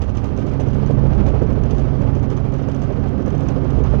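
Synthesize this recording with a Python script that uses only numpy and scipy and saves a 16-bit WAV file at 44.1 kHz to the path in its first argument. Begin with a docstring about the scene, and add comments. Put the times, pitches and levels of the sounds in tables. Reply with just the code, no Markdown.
"""A two-blade rotor thumps and chops a roar of air, heard from a microphone in the cabin of a small
piston helicopter hovering over a ship's deck at sea. Engine, tail rotor and gears drone in step with it.
A loose fitting rattles in the cabin, and now and then a blade strikes rough air with a hollow knock.
Only the right channel carries the scene; the left holds a faint hiss."""
import sys
import numpy as np
from scipy import signal
from scipy.fft import rfft, irfft
from scipy.io import wavfile
from scipy.ndimage import uniform_filter1d, minimum_filter1d

SR = 44100
rng = np.random.default_rng(int(sys.argv[2]) if len(sys.argv) > 2 else 0)


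def pcm_store(signal):
    """Save signal as 16-bit PCM."""
    levels = np.round(np.clip(np.atleast_2d(signal), -1, 1) * 32767)
    wavfile.write(sys.argv[1], SR, levels.astype(np.int16).T)


N = 176400


def amp(db):
    """Decibels to gain."""
    return 10 ** (np.asarray(db) / 20)


def unit(x):
    """Scales to rms 1."""
    return x / np.sqrt(np.mean(x ** 2) + 1e-20)


def curve(points):
    """Joins (time [s], value) points by straight lines."""
    return np.interp(np.arange(N) / SR, *np.transpose(points))


def swing(points):
    """A level curve in dB about its mean."""
    return curve(points) - curve(points).mean()


def colour(x, spectrum):
    """Filters causally by (frequency [Hz], relative level [dB]) points, keeping white noise's power."""
    hz, db = np.transpose(spectrum)
    f = abs(np.fft.fftfreq(8192, 1 / SR))
    log_gain = np.log(amp(np.interp(np.log(f + 1), np.log(hz), db)))
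    taps = np.fft.ifft(np.exp(np.conj(signal.hilbert(log_gain)))).real  # minimum phase
    return irfft(rfft(x) * rfft(taps / np.linalg.norm(taps), N), N)


def wander(hz):
    """Random drift of rms 1, up to about hz."""
    f = np.fft.rfftfreq(N, 1 / SR)
    return unit(irfft(rfft(rng.standard_normal(N)) * np.exp(-(f / hz) ** 2) * (f > 0), N))


def add(mix, start, sound):
    """Adds a sound to the mix at start seconds."""
    part = mix[max(round(start * SR), 0):][:len(sound)]
    part += sound[:len(part)]


def drone(cycles, harmonics, waver, waver_hz):
    """Harmonics of a turning part, each wavering in strength and phase."""
    out = np.zeros(N)
    for multiple, db in harmonics:
        angle = 2 * np.pi * (multiple * cycles + rng.random()) + np.pi * waver * wander(waver_hz / 10)
        flutter = waver * wander(waver_hz) * np.cos(angle + np.pi / 4)
        out += amp(db) * np.sqrt(2) * (np.cos(angle) + flutter)
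    return out


# Blades passing over the cabin: (time [s], rate [Hz])
BLADE_RATE = [(0, 13.49), (.45, 13.51), (.7, 13.57), (1.2, 13.52), (2.2, 13.47), (2.7, 13.53), (3.5, 13.6),
              (4, 13.59)]
def blade_cycles():
    """The running count of blade passes that drives all the machinery."""
    return np.cumsum(curve(BLADE_RATE)) / SR - 0.28  # the first pass comes 0.28 of a cycle in


# The rotor, just overhead: (multiple of the blade rate, relative level [dB])
ROTOR_HARMONICS = [(1, -37.5), (2, -36.5), (3, -35), (5, -28.5), (6, -31.5), (7, -32.5), (8, -30), (9, -43),
                   (15, -37.5)]
# Load on the rotor: (time [s], relative level [dB])
ROTOR_LOAD = [(0, -18.5), (0.4, -30), (0.75, -23), (1, -20), (1.2, -16), (1.45, -18), (1.75, -26.5),
              (2.15, -24), (2.5, -28), (2.8, -31.5), (3.05, -24), (3.3, -32.5), (3.6, -34.5), (3.8, -15.5),
              (4, -22)]
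def main_rotor(blades):
    """The blades thump in low harmonics that follow half the swing of the load."""
    thump = drone(blades, ROTOR_HARMONICS, waver=0.24, waver_hz=2.6)
    return thump * amp(0.5 * swing(ROTOR_LOAD) - 1.5)


# The boom around the microphone: (multiple of the blade rate, relative level [dB])
BOOM_HARMONIC = [(4, -29.5)]
# Its rise and fall: (time [s], relative level [dB])
BOOM_LEVEL = [(0, -35), (.65, -39), (1, -24.5), (1.23, -22.5), (1.5, -30), (1.78, -22), (2, -29.5),
              (2.12, -25.5), (2.35, -35.5), (3.05, -44), (3.35, -34.5), (3.62, -34.5), (3.76, -23),
              (4, -22)]
def cabin_boom(blades):
    """The cabin booms on one rotor harmonic."""
    return drone(blades, BOOM_HARMONIC, waver=0.06, waver_hz=3) * amp(swing(BOOM_LEVEL) - 1.5)


# The firing tone, from inside the cabin: (multiple of the camshaft rate, level [dB])
FIRING_TONE = [(6, -27)]
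# The engine's other tones: (multiple of the camshaft rate, level [dB])
ENGINE_HARMONICS = [(2, -36.5), (5, -32.5), (8, -42.5), (9, -37.5), (10, -43.5), (12, -34.5), (16, -44.5),
                    (17, -44), (18, -43)]
# Engine effort, swinging the tones about those levels: (time [s], relative level [dB])
ENGINE_EFFORT = [(0, -44), (0.25, -36.5), (0.5, -28.5), (0.75, -23), (1.05, -20), (1.4, -27.5), (1.75, -24),
                 (2.25, -24.5), (2.75, -27), (3.15, -28.5), (3.5, -26), (3.85, -24), (4, -21.5)]
CAM_TURNS_PER_BLADE = 5 / 3
def engine(blades):
    """Six cylinders fire in each camshaft turn; the firing tone swells most with effort."""
    cam = blades * CAM_TURNS_PER_BLADE
    effort = swing(ENGINE_EFFORT)
    firing = drone(cam, FIRING_TONE, waver=0.037, waver_hz=4.4) * amp(1.13 * effort)
    hum = drone(cam, ENGINE_HARMONICS, waver=0.32, waver_hz=4) * amp(0.32 * effort)
    return firing + hum


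# The tail rotor, farther aft: (multiple of its own blade rate, level [dB])
TAIL_HARMONICS = [(1, -41), (2, -38.5), (3, -42.5)]
def tail_rotor(blades):
    """An unsteady drone, geared to 5.95 tail blade passes for each main one."""
    return drone(5.95 * blades, TAIL_HARMONICS, waver=0.59, waver_hz=3.4)


# Gears at mean rotor speed, faint in the cabin: (frequency [Hz], level [dB])
GEAR_WHINES = [(1535, -63), (2940, -75.5), (3174, -72), (5687, -86), (5877, -79)]
def gears(blades):
    """Thin whines that follow the rotor's speed."""
    rotor_seconds = blades / curve(BLADE_RATE).mean()
    return sum(drone(hz * rotor_seconds, [(1, db)], waver=0.49, waver_hz=21) for hz, db in GEAR_WHINES)


# Engine hiss at the microphone: (frequency [Hz], relative level [dB])
HISS_SPECTRUM = [(200, -5), (500, -5), (850, -1), (960, -3), (1200, -2.5), (1380, -8.5), (1530, -12),
                 (1750, -15.5), (2400, -16.5), (3100, -20.5), (3600, -25), (5500, -30), (6400, -33.5),
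                 (7200, -42.5), (8500, -52.5), (12000, -55), (14000, -78)]
# Its rise and fall: (time [s], relative level [dB])
HISS_LEVEL = [(0, -1.5), (.5, -1.5), (1, -0.5), (1.3, 2), (1.55, -1.5), (2, -0.5), (2.5, -2), (3, -1),
              (3.55, -1.5), (3.85, 1.5), (4, 0.5)]
def engine_hiss(blades):
    """Mechanical noise that pulses with the shafts, the firings and the blades."""
    cam_angle = 2 * np.pi * blades * CAM_TURNS_PER_BLADE
    shafts_db = 0.5 * np.cos(cam_angle) + 0.5 * np.cos(2 * cam_angle)  # camshaft and crankshaft
    firing_db = 0.66 * np.cos(6 * cam_angle)
    chop_db = 1.06 * np.cos(2 * np.pi * blades)
    level_db = shafts_db + firing_db + chop_db + 1.53 * wander(hz=44) + curve(HISS_LEVEL)
    return amp(-40) * unit(colour(rng.standard_normal(N), HISS_SPECTRUM) * amp(level_db))


# Air roar on the cabin, heard from within: (time [s], relative level [dB])
AIRFLOW = [(0, -29.5), (0.15, -31), (0.45, -27), (0.8, -28), (1.1, -23), (1.35, -24), (1.7, -26),
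           (2.1, -25), (2.5, -28.5), (2.9, -27.5), (3.3, -25.5), (3.6, -25), (3.85, -26.5), (4, -22.5)]
# Its low rumble: (frequency [Hz], relative level [dB])
RUMBLE_SPECTRUM = [(10, -41), (28, -20), (40, -6), (55, -2), (75, -1.5), (105, -0.5), (135, -0.5),
                   (170, -1), (230, -0.5), (310, -7), (450, -18), (800, -20), (2000, -73.5), (6000, -83.5)]
# Its higher swish: (frequency [Hz], relative level [dB])
SWISH_SPECTRUM = [(100, -29.5), (250, -2), (400, 0.5), (580, -2.5), (760, -13.5), (960, -24), (1200, -22.5),
                  (1700, -23.5), (3000, -43), (8000, -75.5), (13000, -100)]
def downwash(blades):
    """Downwash rumbles on the cabin and swishes, grainily, with each blade."""
    passing = np.cos(2 * np.pi * blades)
    flow = swing(AIRFLOW)
    rumble = colour(rng.standard_normal(N), RUMBLE_SPECTRUM) * amp(1.13 * flow + 1.1 * passing)
    gusts = rng.standard_normal(N) * amp(0.79 * flow + 3 * passing + 1.5 * wander(hz=120))
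    swish = colour(gusts, SWISH_SPECTRUM)
    return amp(-26) * unit(rumble) + amp(-33) * unit(swish)


# The blade tips, out at the rotor's rim: (frequency [Hz], relative level [dB])
TIP_SPECTRUM = [(3000, -15.5), (6000, -2), (8000, -3), (9000, 2.5), (11400, 4), (12300, -3.5), (13500, -17),
                (15000, -33)]
# Their rise and fall: (time [s], relative level [dB])
TIP_LEVEL = [(0, 1.5), (.6, -0.5), (1.1, -3), (1.6, 0.5), (2.2, 3), (2.8, 3), (3.4, 0), (4, -1.5)]
def tip_hiss(blades):
    """A faint, high hiss from each blade tip, peaking a tenth of a cycle after the pass."""
    level_db = 4.5 * np.cos(2 * np.pi * (blades - 0.1)) + curve(TIP_LEVEL)
    return amp(-83) * unit(colour(rng.standard_normal(N), TIP_SPECTRUM) * amp(level_db))


# The left channel's noise floor: (frequency [Hz], relative level [dB])
FLOOR_SPECTRUM = [(20, 2), (200, -3.5), (5000, -2), (11500, -2), (13000, -6), (15000, -17)]
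def noise_floor():
    """A steady, very faint hiss."""
    return amp(-85.5) * colour(rng.standard_normal(N), FLOOR_SPECTRUM)


# Jolts of a loose fitting in the cabin: (time [s], relative ping level [dB], relative clatter level [dB])
JOLTS = [(0.0181, -53, -41), (0.1512, -50, -50), (0.1705, -43.5, -42.5), (0.243, -43, -39.5),
         (0.3757, -41, -42.5), (0.3935, -49.0, -47), (0.4654, -49.5, -43), (0.4848, -55, -46.5),
         (0.5993, -49, -41), (0.6173, -49.5, -48), (0.6867, -45, -49), (0.7319, -59, -49.5),
         (0.7463, -55, -46), (0.863, -40, -44), (0.9108, -53, -44), (1.2644, -51, -42), (1.2837, -52, -45),
         (1.5293, -48.0, -47.5), (1.6363, -44, -42), (1.7092, -40, -39.5), (1.7481, -52, -46.5),
         (1.783, -48.5, -48), (1.795, -52, -45), (2.0172, -50, -50), (2.1514, -43.5, -49.5),
         (2.229, -48.5, -50), (2.3025, -44, -39.5), (2.369, -46, -50), (2.3762, -42, -53.5),
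         (2.5386, -44, -49), (2.584, -50, -56), (2.629, -49, -58), (2.6869, -41, -44.5), (2.7152, -53, -47),
         (2.7473, -37.5, -46), (2.8186, -42, -43), (2.8357, -42, -50), (2.9239, -47.5, -54),
         (3.2064, -52, -52), (3.2619, -43, -49), (3.2794, -43, -51), (3.305, -45.5, -44), (3.35, -47, -52),
         (3.3797, -46, -53), (3.4066, -47, -40), (3.486, -36, -39), (3.7043, -54, -44.5),
         (3.8386, -43, -45)]
# The clink of each contact: (frequency [Hz], relative level [dB])
CLINK_SPECTRUM = [(800, -24.5), (2000, -2.5), (3000, 3), (4000, -8), (5000, -5.5), (5650, -8), (6150, -1),
                  (6800, -13.5), (7900, -15.5), (8600, -32.5), (11500, -31), (14000, -43.5)]
# The ring that follows: (frequency [Hz], relative level [dB])
RING_SPECTRUM = [(1000, -31), (2000, 5), (3000, 3.5), (3800, -5), (5000, -4), (6200, -14), (7000, -11.5),
                 (8000, -17.5), (8700, -19.5), (11500, -20.5), (12500, -26.5), (15000, -38)]
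def fitting_rattle(ticks_per_s=28, bounces_per_s=320, settle_s=0.017):
    """A small fitting clinks at each jolt, chatters and rings to rest, and ticks faintly in between."""
    tick_sizes = amp(-53 + 2.7 * rng.standard_normal(N))
    hits = tick_sizes * (rng.random(N) < ticks_per_s / SR)
    t = np.arange(SR // 6) / SR
    for start, _, db in JOLTS:
        chance, size = rng.random((2, len(t)))
        bounces = (chance < bounces_per_s / SR) * size * np.exp(-t / settle_s)
        first_contact = amp(-2) * (t == 0)
        add(hits, start, amp(db) * (first_contact + bounces))

    def modes(spectrum, decay_s):
        """Dense modes, as shaped noise that dies away after each contact."""
        power = abs(signal.fftconvolve(hits ** 2, np.exp(-t / decay_s))[:N])
        return colour(np.sqrt(power) * rng.standard_normal(N), spectrum)
    return modes(CLINK_SPECTRUM, decay_s=0.0016) + amp(-18.5) * modes(RING_SPECTRUM, decay_s=0.019)


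def fitting_pings(mode_hz=6120, rise_s=0.0002, decay_s=0.0014):
    """The fitting's main mode rings briefly at the same jolts, at a slightly different pitch each time."""
    out, t = np.zeros(N), np.arange(SR // 40) / SR
    envelope = (1 - np.exp(-t / rise_s)) * np.exp(-t / decay_s)
    for start, db, _ in JOLTS:
        hz = mode_hz * (1 + 0.013 * rng.standard_normal())
        add(out, start, amp(db + 1) * envelope * np.sin(2 * np.pi * hz * t))
    return out


# Knocks on the cabin around the microphone: (time [s], relative level [dB], pitch [Hz], swell time [s])
BLADE_SLAPS = [(0.3858, -18.5, 467, 0.0014), (0.5963, -15, 490.0, 0.00072), (0.6056, -22, 597, 0.0032),
               (0.6694, -19, 427, 0.0028), (0.754, -19, 520.0, 0.002), (0.7843, -20.5, 450.0, 0.0019),
               (0.83, -18, 435, 0.0027), (0.897, -16, 480.0, 0.002), (0.9062, -16.5, 537, 0.0025),
               (0.9435, -27, 560, 0.00099), (0.9816, -17.5, 510.0, 0.0011), (1.0375, -20, 418, 0.0017),
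               (1.0526, -16, 535, 0.0013), (1.2811, -18.5, 565, 0.0019), (1.3361, -16.5, 400, 0.0033),
               (1.3458, -20, 500.0, 0.00085), (1.4201, -14.5, 435, 0.0028), (1.4284, -17.5, 540, 0.00097),
               (1.4359, -17.5, 434, 0.0056), (1.5745, -18.5, 382, 0.0034), (1.604, -23, 616, 0.0013),
               (1.6534, -19.5, 427, 0.0037), (1.731, -16.5, 443, 0.0021), (1.873, -20, 450.0, 0.0023),
               (1.947, -24, 500.0, 0.0013), (2.051, -21, 510.0, 0.0012), (2.315, -20.5, 427, 0.0036),
               (2.6165, -22, 520, 0.0015), (2.6877, -16.5, 550, 0.001), (2.9, -21, 570, 0.0017),
               (2.9102, -18, 550, 0.002), (2.923, -24.5, 480, 0.0018), (2.98, -19.5, 442, 0.0016),
               (3.2785, -16, 500, 0.0017), (3.343, -20, 470.0, 0.0014), (3.563, -21, 420, 0.002),
               (3.5717, -17, 530, 0.0017), (3.6539, -19.5, 550.0, 0.0013), (3.7864, -16.5, 484, 0.0013),
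               (3.802, -14.5, 424, 0.0021), (3.8226, -18.5, 453, 0.002), (3.9268, -22, 457, 0.001),
               (3.9373, -15.5, 520.0, 0.0015), (3.9474, -16, 425, 0.0035)]
def blade_slaps():
    """A blade meets rough air: each pressure pulse knocks the cabin for a few hollow cycles."""
    out, t = np.zeros(N), np.arange(SR // 25) / SR
    for start, db, hz, swell_s in BLADE_SLAPS:
        envelope = t / swell_s * np.exp(1 - t / swell_s)
        add(out, start, amp(db - 1.5) * envelope * np.sin(2 * np.pi * hz * t))
    turbulence = 1 + 0.1 * wander(hz=500)
    return out * turbulence


def scene():
    """The cabin microphone on the right channel, faint hiss on the left."""
    blades = blade_cycles()
    cabin = main_rotor(blades) + cabin_boom(blades) + engine(blades) + tail_rotor(blades) + gears(blades)
    cabin += engine_hiss(blades) + downwash(blades) + tip_hiss(blades)
    cabin += blade_slaps() + fitting_rattle() + fitting_pings()
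    return np.array([noise_floor(), amp(5) * cabin])


def record(dry):
    """A smooth peak limiter, then the recorder's band limit."""
    ceiling, limiter_s, edge_hz = 0.8, 0.03, 15700
    span = round(limiter_s * SR)
    allowed_gain = ceiling / np.maximum(abs(dry).max(0), ceiling)
    limited = dry * uniform_filter1d(minimum_filter1d(allowed_gain, span), span)
    lowpass = signal.firwin(511, edge_hz, window=("kaiser", 9), fs=SR)
    return signal.oaconvolve(limited, lowpass[None], "same")


dry = scene()
out = record(dry)
pcm_store(out)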